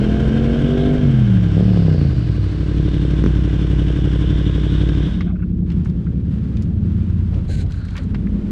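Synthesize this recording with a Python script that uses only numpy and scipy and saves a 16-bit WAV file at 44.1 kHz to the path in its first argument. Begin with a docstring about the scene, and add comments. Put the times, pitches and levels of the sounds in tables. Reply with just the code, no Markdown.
"""A sportbike's idle thumps and clatters under wind and tyre roar, heard from the rider's helmet as he
coasts to the roadside. A twin-cylinder bike revs past, popping on the overrun. The gearbox clunks into
neutral and the engine is switched off; another bike idles on behind. The rider climbs off with knocks,
creaks and rustling leathers. Each exhaust is a train of firing pulses shaped by the resonances of a
pipe; wind and friction are filtered noise."""
import sys
import numpy as np
from scipy import signal
from scipy.fft import rfft, irfft
from scipy.io import wavfile
from scipy.ndimage import uniform_filter1d, minimum_filter1d

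SR = 44100
rng = np.random.default_rng(int(sys.argv[2]) if len(sys.argv) > 2 else 0)


def pcm_store(signal):
    """Save signal as 16-bit PCM."""
    levels = np.round(np.clip(np.atleast_2d(signal), -1, 1) * 32767)
    wavfile.write(sys.argv[1], SR, levels.astype(np.int16).T)


N = 375291
TIME = np.arange(N) / SR
FREQS = np.fft.rfftfreq(N, 1 / SR)
KEY_OFF_S, CLIMB_S = 5.075, 5.66

def amp(db):
    """The decibel scale: amplitude grows tenfold every 20 dB."""
    return 10 ** (np.asarray(db) / 20)

def unit(x):
    """Normalisation to rms 1."""
    return x / np.sqrt(np.mean(x ** 2) + 1e-20)

def curve(rows, column=1):
    """Linear interpolation of one column of a time table."""
    rows = np.array(rows, float)
    return np.interp(TIME, rows[:, 0], rows[:, column])

def fade(start, length):
    """Linear decay from one to zero; times in seconds."""
    return np.clip(1 - (TIME - start) / length, 0, 1)

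def held(start, end, attack, release):
    """Trapezoidal envelope: rises from start, falls after end; times in seconds."""
    return np.clip((TIME - start) / attack, 0, 1) * fade(end, release)

def swells(rows, attack, release):
    """Superposition of trapezoidal envelopes, each at its own level."""
    return sum(amp(db) * held(start, end, attack, release) for start, end, db in rows)

def add(mix, start, sound):
    """Superposition of a sound on the mix, from start in seconds."""
    part = mix[round(start * SR):][:len(sound)]
    part += sound[:len(part)]

def noise():
    """White noise: equal power at all frequencies."""
    return rng.standard_normal(N)

def wander(hz):
    """Low-pass noise: a random fluctuation of rms 1, up to the given rate."""
    return unit(irfft(rfft(noise()) / (1 + (FREQS / hz) ** 4), N))

def colour(x, spectrum, size=16384):
    """Minimum-phase filtering: a body rings only after it is struck."""
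    hz, db = np.transpose(spectrum)
    f = abs(np.fft.fftfreq(size, 1 / SR)) + 1
    rolloff_db = 24 * np.log2(np.maximum(f / hz[-1], 1))
    log_gain = np.log(amp(np.interp(np.log(f), np.log(hz), db) - rolloff_db))
    response = np.fft.ifft(np.exp(np.conj(signal.hilbert(log_gain)))).real[:size // 2]
    return signal.oaconvolve(x, response)[:N]

def ringing(modes):
    """Random excitation of fixed resonances, at rms 1."""
    shape = sum(amp(db) / (1 + (2 * (FREQS - hz) / width) ** 2) for hz, width, db in modes)
    return unit(irfft(rfft(noise()) * shape, N))

def gliding(hz, width_hz):
    """Quadrature modulation: a noise band of rms 1 whose centre follows hz."""
    phase = 2 * np.pi * np.cumsum(hz) / SR
    return unit(wander(width_hz / 2) * np.cos(phase) + wander(width_hz / 2) * np.sin(phase))

def firings(speed, cylinders, uneven_db, jitter):
    """Cyclic variation: one pulse a combustion, uneven in strength and timing; power stays steady."""
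    rate = curve(speed)
    cycles, pulses = np.cumsum(rate) / SR, np.zeros(N)
    whole = np.arange(int(cycles[-1]))
    for place, db in cylinders:
        strength, late = rng.standard_normal((len(whole), 2)).T
        at = np.searchsorted(cycles, whole + place + jitter * late).clip(0, N - 1)
        pulses[at] += amp(db + uneven_db * strength) / np.sqrt(rate[at])
    return pulses

def gas_rush(pulses, decay_s):
    """Turbulence: a rush of gas dies away exponentially after each pulse."""
    return signal.lfilter([1], [1, -np.exp(-1 / (decay_s * SR))], pulses) * noise()

# Speed of the rider's engine. Each row: time in seconds, two-turn cycles per second.
IDLE_SPEED = [(0, 12.15), (1.5, 12.07), (2.9, 11.93), (3.25, 11.72), (3.9, 11.7), (4.3, 11.84), (5.1, 11.8),
              (5.35, 6)]
# Its four cylinders. Each row: place in the cycle from 0 to 1, strength in dB.
FOUR_CYLINDERS = [(.114, -1.9), (.368, -.3), (.491, -.3), (.732, -.4)]
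# Spectra of the pipe and of the last cylinder's harder crack. Each row: frequency in Hz, gain in dB.
PIPE_SPECTRUM = [(15, -58), (35, 4), (48, 21.5), (59, 24.5), (76, 6.5), (100, 16), (125, 22), (155, 21),
                 (190, 8), (235, 4), (305, 11), (370, 2.5), (450, -5), (600, -25), (800, -35), (1500, -42)]
CRACK_SPECTRUM = [(200, -21), (420, 11), (600, -5), (800, -26), (1500, -26)]
def own_exhaust(turning, round_trip_hz=126.2, reflection=-.39, coasting_db=-4.5, pumping_db=-9):
    """Open-end reflection: each firing pulse thumps through the pipe and returns inverted."""
    pulses = firings(IDLE_SPEED, FOUR_CYLINDERS, uneven_db=.9, jitter=.0015)
    last_cylinder = firings(IDLE_SPEED, FOUR_CYLINDERS[-1:], uneven_db=1.5, jitter=.0015)
    echoed = pulses + reflection * np.roll(pulses, round(SR / round_trip_hz))
    thump = unit(colour(echoed, PIPE_SPECTRUM))
    rush = amp(-18) * unit(colour(gas_rush(pulses, decay_s=.035), PIPE_SPECTRUM))
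    crack = amp(-21) * unit(colour(last_cylinder, CRACK_SPECTRUM))
    # With the ignition off, the engine only pumps air as it runs down.
    drive = np.maximum(fade(KEY_OFF_S, .02), amp(pumping_db) * turning)
    in_gear = fade(2.52, .3)  # the clutch is pulled
    return (unit(thump + rush) + crack) * drive * amp(-14.8 + coasting_db * in_gear)

# Transmission and casing modes. Each row: frequency in Hz, width in Hz, gain in dB.
WHINE_MODES = [(1390, 200, -6), (1590, 150, 1), (2190, 160, -6), (3160, 160, -3)]
CASING_MODES = [(1040, 69, 5), (1570, 330, 6.5), (1990, 75, -4.5), (2906, 140, 3), (3587, 140, 0),
                (4250, 120, -8)]
# Spectrum of the clatter. Each row: frequency in Hz, gain in dB.
CLATTER_SPECTRUM = [(300, 10.5), (650, 1.5), (850, -5.5), (1250, -3.5), (1600, -9.5), (1950, -6),
                    (2600, -6.5), (4400, -17), (5500, -15.5), (6600, -23.5), (8200, -25), (11000, -40),
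                    (14000, -51)]
# Strength of the clatter. Each row: time in seconds, level in dB.
CLATTER_LEVELS = [(0, -34), (.82, -34.5), (1.3, -36.5), (1.8, -35), (2.3, -38), (3.2, -35), (4.05, -34.5),
                  (5.07, -34.5)]
# Whirr of the gears. Each row: time in seconds, level in dB, centre in Hz.
GEAR_WHIRR = [(0, -52, 3066), (.58, -48, 3070), (.8, -43.5, 3406), (1, -53, 3270), (1.7, -50.5, 3200),
              (2.1, -64, 3180), (2.65, -56, 3400), (2.95, -47.5, 3414), (3.4, -50, 3270), (4.2, -44, 3250),
              (4.8, -42, 3416), (5.07, -43.5, 3390)]
def valves_and_gears(turning, lope_db=2.5):
    """Amplitude modulation: clatter, casing ring, whine and whirr swell once an engine cycle."""
    whine = ringing(WHINE_MODES) * amp(-42) * fade(1, .9)
    cycles = np.cumsum(curve(IDLE_SPEED)) / SR
    lope = np.cos(np.pi * (cycles - .47)) ** 10
    shake = unit(amp(lope_db * lope + 1.13 * wander(100)))
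    level_db = curve(CLATTER_LEVELS)
    clatter = unit(colour(noise(), CLATTER_SPECTRUM)) * amp(level_db)
    casing = ringing(CASING_MODES) * amp(-43 + 1.7 * (level_db - level_db.max()) + wander(22))
    whirr = gliding(curve(GEAR_WHIRR, column=2), width_hz=860)
    whirr *= amp(curve(GEAR_WHIRR) + 1.3 * wander(22))
    return shake * ((clatter + casing + whine) * turning ** 1.57 + whirr * turning ** 1.27)

# Speed of the overtaking engine. Each row: time in seconds, cycles per second.
TWIN_SPEED = [(0, 41.6), (.3, 44.1), (.6, 47.1), (.9, 49.8), (.99, 50.2), (1.1, 46), (1.3, 38.3),
              (1.53, 32.5), (1.62, 35.9), (1.69, 37.4), (1.8, 33.9), (2, 28.8), (2.2, 23.7), (2.35, 20.4),
              (2.6, 17.3)]
# A twin's cylinders. Each row: place in the cycle from 0 to 1, strength in dB.
TWO_CYLINDERS = [(.062, -1.5), (.687, .8)]
# Harmonics of its boom. Each row: multiple of the cycle rate, level in dB.
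ENGINE_ORDERS = [(2, -12), (3, 0.5), (4, -7), (5, -0.5), (6, -7.5), (7, -14), (8, -15), (10, -18),
                 (11, -21)]
def twin_boom(lag_cycles=.11, waver_db=1.2, growl_db=1.1):
    """Interference: the harmonics of two cylinders add, growling as the firings vary."""
    cycles, boom = np.cumsum(curve(TWIN_SPEED)) / SR - lag_cycles, np.zeros(N)
    for order, db in ENGINE_ORDERS:
        both = sum(amp(strength) * np.cos(2 * np.pi * order * (cycles - place))
                   for place, strength in TWO_CYLINDERS)
        boom += amp(db + waver_db * wander(12)) * both
    return boom * amp(growl_db * wander(45)) / 2

def silencer(x, low_hz, high_hz):
    """Band-pass filtering: the silencer lets one steep band through."""
    f = FREQS + 1
    return irfft(rfft(x) / (1 + (low_hz / f) ** 8 + (f / high_hz) ** 8), N)

def rock_face(x, wet_db, t60, drift_hz=.3041):
    """Scattering: echoes from roadside rock join the direct sound and shift as the rider moves."""
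    t = np.arange(SR // 2) / SR
    tails = rng.standard_normal((2, len(t))) * amp(-60 * t / t60) * (t > .02)
    here, there = (signal.oaconvolve(x, tail / np.linalg.norm(tail))[:N] for tail in tails)
    angle = 2 * np.pi * drift_hz * TIME
    return x + amp(wet_db) * (np.cos(angle) * here + np.sin(angle) * there)

# Spectrum of the twin's bark. Each row: frequency in Hz, gain in dB.
BARK_SPECTRUM = [(120, -32), (280, -20.5), (385, 1), (480, 0), (580, -13.5), (690, -6.5), (820, -31.5),
                 (1200, -31)]
# The twin pulls, coasts, runs on in a lower gear, then lugs. Each row: start and end in seconds,
# boom gain in dB, its low and high edges in Hz, bark gain in dB at cruise_rate, its slope in dB per Hz.
THROTTLE_SPELLS = [(-.1, 0.897, -12.5, 132, 330, -28.5, 0.5), (0.975, 1.423, -9.5, 74, 228, -43, 0.5),
                   (1.54, 1.92, -10, 72.5, 290, -35.5, 0), (2.003, 2.46, -13.5, 76, 290, -37, 3)]
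def twin_exhaust(cruise_rate=40):
    """Source and filter: firings excite the pipe's bark over a boom whose band shifts with throttle."""
    pulses = firings(TWIN_SPEED, TWO_CYLINDERS, uneven_db=.9, jitter=.0015)
    excess_rate = curve(TWIN_SPEED) - cruise_rate
    gas = unit(pulses) + amp(-15) * unit(gas_rush(pulses, decay_s=.0084))
    boom = twin_boom()
    bark = unit(colour(rock_face(gas, wet_db=-12, t60=.25), BARK_SPECTRUM))
    exhaust = np.zeros(N)
    for start, end, boom_db, low_hz, high_hz, bark_db, slope in THROTTLE_SPELLS:
        note = amp(boom_db) * silencer(boom, low_hz, high_hz) + amp(bark_db + slope * excess_rate) * bark
        exhaust += held(start, end, attack=.057, release=.22) * note
    return exhaust

def nearness(closest_s=3, gap_m=7.9, relative_m_per_s=2.5):
    """Spherical spreading: the passing twin's amplitude varies inversely with distance."""
    return gap_m / np.hypot(gap_m, relative_m_per_s * (TIME - closest_s))

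# Gusts on the helmet. Each row: start and end in seconds, level in dB.
WIND_GUSTS = [(-.1, 1.05, -27.5), (2.645, 5.1, -32), (5.7, 8.6, -35), (7.28, 7.64, -27),
              (8.088, 8.17, -24.5)]
# Spectrum of the buffeting. Each row: frequency in Hz, gain in dB.
WIND_SPECTRUM = [(10, -11.5), (30, -5), (60, 1), (150, -3.5), (300, -20), (700, -37.5)]
def wind(breeze_db=-37):
    """Turbulent pressure: gusts buffet the helmet over a wavering breeze."""
    strength = amp(breeze_db) + swells(WIND_GUSTS, attack=.06, release=.071)
    return unit(colour(noise(), WIND_SPECTRUM)) * strength * amp(2 * wander(1.8))

# The bike rolls to a stop. Each row: time in seconds, speed in km/h.
ROAD_KMH = [(0, 34), (1, 31), (2, 24), (3, 15), (4.1, 0)]
# Spectrum of the tyre roar. Each row: frequency in Hz, gain in dB.
TYRE_SPECTRUM = [(100, 11.5), (400, 4.5), (800, -7), (1500, -28), (3000, -14), (8000, -45)]
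def tyres(rolling):
    """Rolling noise: the roar falls as a power of road speed."""
    return unit(colour(noise(), TYRE_SPECTRUM)) * amp(-27.5) * rolling ** 2.6

# The rider's bigger moves. Each row: start and end in seconds, level in dB.
BODY_MOVES = [(5.67, 5.83, -63), (6.28, 6.6, -60), (6.82, 7.42, -60.5), (7.64, 8.52, -62)]
# Spectrum of rubbing leather. Each row: frequency in Hz, gain in dB.
LEATHER_SPECTRUM = [(300, -10), (900, 1), (1500, 1), (2100, -4.5), (3300, -6), (4500, -12.5), (6500, -20.5),
                    (9500, -25), (13000, -52)]
def leathers(rustle_db=-55.5, seated_db=-5):
    """Friction noise: leather rubs in clumped grains, faintly until the rider climbs off."""
    moving = amp(rustle_db) * np.where(TIME > CLIMB_S, 1, amp(seated_db))
    moving += swells(BODY_MOVES, attack=.034, release=.099)
    grains = noise() * amp(1.3 * wander(400))
    return unit(colour(grains, LEATHER_SPECTRUM)) * moving * amp(wander(25))

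# Mode of the brake discs. The row: frequency in Hz, width in Hz, gain in dB.
DISC_MODE = [(4470, 170, 0)]
def brakes(rolling, on_s=1.42, squeeze_s=.32, hz_per_kmh=60.9):
    """Sliding friction: the pads' hiss sinks and fades with speed; the discs squeal as they bite."""
    squeeze = np.clip((TIME - on_s) / squeeze_s, 0, 1)
    hiss = gliding(3030 + hz_per_kmh * curve(ROAD_KMH), width_hz=1400)
    squeal = ringing(DISC_MODE) * amp(-53) * held(1.93, 2.05, attack=.056, release=.08)
    return hiss * amp(-49.5) * squeeze * rolling ** .82 + squeal

def impulses(rows):
    """Impulsive excitation: one single-sample pulse for each time and level."""
    pulses = np.zeros(N)
    for start, db in rows:
        pulses[round(start * SR)] = amp(db)
    return pulses

def struck(pulses, spectrum):
    """Impulse response of a body, scaled so that a lone pulse keeps its peak level."""
    return -colour(pulses, spectrum) / abs(colour(np.ones(1), spectrum)).max()

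# How hard each cylinder pops. Each row: place in the cycle from 0 to 1, strength in dB.
POPPING_CYLINDERS = [(.062, -4.5), (.687, 0)]
# The loudest pops. Each row: time in seconds, strength in dB.
LOUD_POPS = [(1.567, -15), (1.579, -16), (1.607, -13), (1.681, -17), (1.735, -16), (1.773, -15),
             (1.882, -16), (1.913, -15), (1.946, -16), (2.014, -14)]
# Spectrum of a pop. Each row: frequency in Hz, gain in dB.
POP_SPECTRUM = [(80, -23.5), (220, 6.5), (330, 2.5), (480, 2), (620, -6.5), (780, -8.5), (1000, -24.5),
                (1300, -22.5)]
def afterfire(crackle_db=-23):
    """Late combustion: on the overrun, unburnt fuel crackles and pops in the twin's pipe."""
    crackle = firings(TWIN_SPEED, POPPING_CYLINDERS, uneven_db=1.3, jitter=.005)
    crackle *= amp(crackle_db) * np.sqrt(curve(TWIN_SPEED))  # equally tall at any engine speed
    overrun = held(1.553, 2, attack=.01, release=.15)
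    return struck(impulses(LOUD_POPS) + crackle * overrun, POP_SPECTRUM)

# Speed of the engine behind. Each row: time in seconds, cycles per second.
BEHIND_SPEED = [(2.3, 11.6), (4.4, 11.25), (5.4, 11.15), (6.5, 11.04), (7.4, 10.95), (8.52, 10.8)]
# Its sound, shaded as the rider turns his head. Each row: time in seconds, throb and note gains in dB.
BEHIND_GAINS = [(5.3, -23, -23), (6.2, -16.5, -19), (7.2, -17.5, -24.5), (7.5, -24, -32), (7.82, -26, -33),
                (8.05, -24, -24.5), (8.47, -24, -19.5)]
# Spectra of its low throb and its pipe note. Each row: frequency in Hz, gain in dB.
THROB_SPECTRUM = [(20, -36), (42, -10), (57, 0.5), (70, -3), (92, 2.5), (122, -3.5), (160, -13), (260, -28)]
NOTE_SPECTRUM = [(70, -22), (135, -8), (175, 4.5), (230, -5), (270, -11), (360, -18), (470, -29.5),
                 (700, -45.5)]
def bike_behind():
    """Reverberation: a lumpy idle draws up behind, dulled by distance and blurred by the rock."""
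    pulses = firings(BEHIND_SPEED, TWO_CYLINDERS, uneven_db=1.7, jitter=.006)
    throb = unit(colour(rock_face(pulses, wet_db=-2, t60=.56), THROB_SPECTRUM))
    note = unit(colour(rock_face(pulses, wet_db=12, t60=1), NOTE_SPECTRUM))
    arriving = np.interp(TIME, [2.2, 3, 5, 5.2], [0, .25, .25, 1])
    return (throb * amp(curve(BEHIND_GAINS)) + note * amp(curve(BEHIND_GAINS, column=2))) * arriving

# Blows of the gear shift. Each row: time in seconds, peak level in dB.
SHIFT_BLOWS = [(3.240, -5), (3.262, -5)]
# Spectrum of the gearbox. Each row: frequency in Hz, gain in dB.
GEARBOX_SPECTRUM = [(60, -10), (220, 15), (340, 8), (480, 0), (700, -21), (1100, -12.5), (1900, -20),
                    (3500, -44), (6000, -33), (9000, -68)]
def gearbox_clunk():
    """Impact excitation: two quick blows ring the gearbox as it shifts into neutral."""
    return struck(impulses(SHIFT_BLOWS), GEARBOX_SPECTRUM)

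def knock(db, hz, octaves, t60, size=8192):
    """Heavy damping: a dead blow is a broad band of noise that dies fast."""
    t, f = np.arange(size) / SR, np.fft.rfftfreq(size, 1 / SR)
    band = np.exp(-.5 * (np.log2((f + 1) / hz) / octaves) ** 2)
    burst = unit(irfft(rfft(rng.standard_normal(size)) * band))
    return burst * amp(db - 60 * t / t60) * (1 - np.exp(-t / .00018))

# Stand, buckles and boots. Each row: start in seconds, level in dB, centre in Hz, width in octaves,
# time to decay by 60 dB in seconds.
DISMOUNT_KNOCKS = [(5.207, -29, 1590, 0.78, 0.066), (5.624, -41, 560, 0.26, 0.044),
                   (5.702, -38.5, 1650, 0.86, 0.046), (5.718, -42, 2000, 0.88, 0.057),
                   (5.847, -53, 5500, 0.48, 0.077), (5.858, -37, 1300, 0.6, 0.036),
                   (6.066, -44, 1510, 0.43, 0.081), (6.57, -40.5, 2710, 0.72, 0.037),
                   (6.622, -45.5, 4193, 0.72, 0.06), (7.342, -45, 2790, 0.63, 0.066),
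                   (7.491, -30.5, 400, 0.53, 0.13), (7.630, -38, 430, .4, 0.059),
                   (7.663, -49, 2800, 0.59, .025), (7.709, -44, 2500, 1, .025),
                   (7.721, -38.5, 3000, 0.78, 0.025), (7.851, -49, 5000, 0.6, 0.044),
                   (7.885, -43, 2400, 0.71, 0.045), (7.907, -46, 3200, 0.88, .025),
                   (8.034, -54, 6000, 0.54, .04), (7.953, -36, 1640, 0.6, 0.23),
                   (7.966, -34, 2200, 0.96, 0.037), (7.978, -32.5, 1900, 0.95, 0.051),
                   (7.986, -26.5, 560, 0.18, 0.047), (8.146, -29.5, 1320, 0.92, 0.05),
                   (8.27, -39.5, 1800, 0.36, 0.035)]
def knocks(ticks_per_s=2.1):
    """Damped impacts: stand and boots knock, and small buckles tick at random during the climb."""
    out = np.zeros(N)
    for start, *blow in DISMOUNT_KNOCKS:
        add(out, start, knock(*blow))
    for slot in np.arange(CLIMB_S, N / SR, 1 / ticks_per_s):
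        late, strength, pitch = rng.random(), rng.standard_normal(), rng.uniform(-.61, .4)
        tick = knock(-50.5 + 2 * strength, 2600 * 2 ** pitch, octaves=.68, t60=.028)
        add(out, slot + late / ticks_per_s, tick)
    return out

# Creaks of the bike. Each row: start in seconds, level in dB, length in seconds, pitch ratio.
CREAK_SLIPS = [(5.252, -48, .085, .96), (5.352, -47.5, .022, .98), (5.385, -53, .03, 1),
               (5.415, -45.5, .032, 1)]
# Their resonances. Each row: frequency in Hz, width in Hz, gain in dB.
SLIP_MODES = [(1200, 350, -4), (1520, 200, 5), (2230, 150, -6.5), (2630, 330, -10)]
# A lower creak that rises and sinks. Each row: time in seconds, centre in Hz.
GROAN_PITCH = [(5.238, 590), (5.3, 780), (5.345, 620)]
def creaks():
    """Friction-driven resonance: short slips creak over a groan as the bike settles."""
    out = np.zeros(N)
    for start, db, length, ratio in CREAK_SLIPS:
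        slip = signal.windows.tukey(int(length * SR), .6)
        modes = [(hz * ratio, width, gain) for hz, width, gain in SLIP_MODES]
        add(out, start, amp(db) * slip * unit(ringing(modes)[:len(slip)]))
    groan = gliding(curve(GROAN_PITCH), width_hz=130) * amp(-50)
    return out + groan * held(GROAN_PITCH[0][0], GROAN_PITCH[-1][0], attack=.01, release=.012)

# Strokes of the legs. Each row: start and end in seconds, level in dB.
LEG_STROKES = [(7.3, 7.39, -28.5), (7.97, 8.13, -39), (8.28, 8.52, -34)]
# Spectrum of a scuff. Each row: frequency in Hz, gain in dB.
SEAT_SPECTRUM = [(100, 10.5), (400, 2), (800, -17), (3000, -30), (8000, -46)]
def seat_scuffs():
    """Friction noise: legs slide over the seat with a dull scuff."""
    return unit(colour(noise(), SEAT_SPECTRUM)) * swells(LEG_STROKES, attack=.034, release=.034)

# Strokes of the glove. Each row: start and end in seconds, level in dB.
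GLOVE_STROKES = [(7.472, 7.612, -43), (7.685, 7.79, -56), (7.85, 8.04, -59.5)]
# Spectrum of the rubbed helmet. Each row: frequency in Hz, gain in dB.
HELMET_SPECTRUM = [(600, -9), (1300, -24), (1520, 12), (1750, 1.5), (2150, 4), (3500, -1), (4150, 8),
                   (4650, -2), (5700, -10), (6700, -1), (8300, -7), (10000, -14.5), (13500, -29)]
# Modes of the visor. Each row: frequency in Hz, width in Hz, gain in dB.
VISOR_MODES = [(1510, 380, 0), (4150, 800, -10)]
def glove_on_helmet(attack=.036, release=.034):
    """Forced vibration: a sliding glove drives the helmet and rings the visor."""
    grains = noise() * amp(1.3 * wander(300))
    pressure = swells(GLOVE_STROKES, attack, release) * amp(.66 * wander(40))
    shell = unit(colour(grains, HELMET_SPECTRUM)) * pressure
    visor = ringing(VISOR_MODES) * amp(-52.5 + 4 * wander(35)) * held(7.68, 8.03, attack, release)
    return shell + visor

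def scene():
    """Superposition: all sources add at the helmet, in one channel."""
    turning = fade(KEY_OFF_S, .3)  # the engine runs down
    rolling = curve(ROAD_KMH) / ROAD_KMH[0][1]  # fraction of the starting speed
    own_bike = own_exhaust(turning) + valves_and_gears(turning) + gearbox_clunk()
    other_bikes = (-twin_exhaust() + afterfire()) * nearness() + bike_behind()
    air_and_road = wind() + tyres(rolling) + brakes(rolling)
    rider = leathers() + seat_scuffs() + glove_on_helmet() + creaks() + knocks()
    return (own_bike + other_bikes + air_and_road + rider)[None]

def record(dry, ceiling_db=-3.3, edge_hz=15100):
    """Peak limiting turns down the tallest thumps; a low-pass filter then cuts the highest treble."""
    needed = np.minimum(1, amp(ceiling_db) / (abs(dry) + 1e-9))
    gain = uniform_filter1d(minimum_filter1d(needed, size=500), size=400)
    low_pass = signal.firwin(511, edge_hz, window=("kaiser", 9), fs=SR)
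    return signal.oaconvolve(dry * gain, low_pass[None], "same")

dry = scene()
out = record(dry)
pcm_store(out)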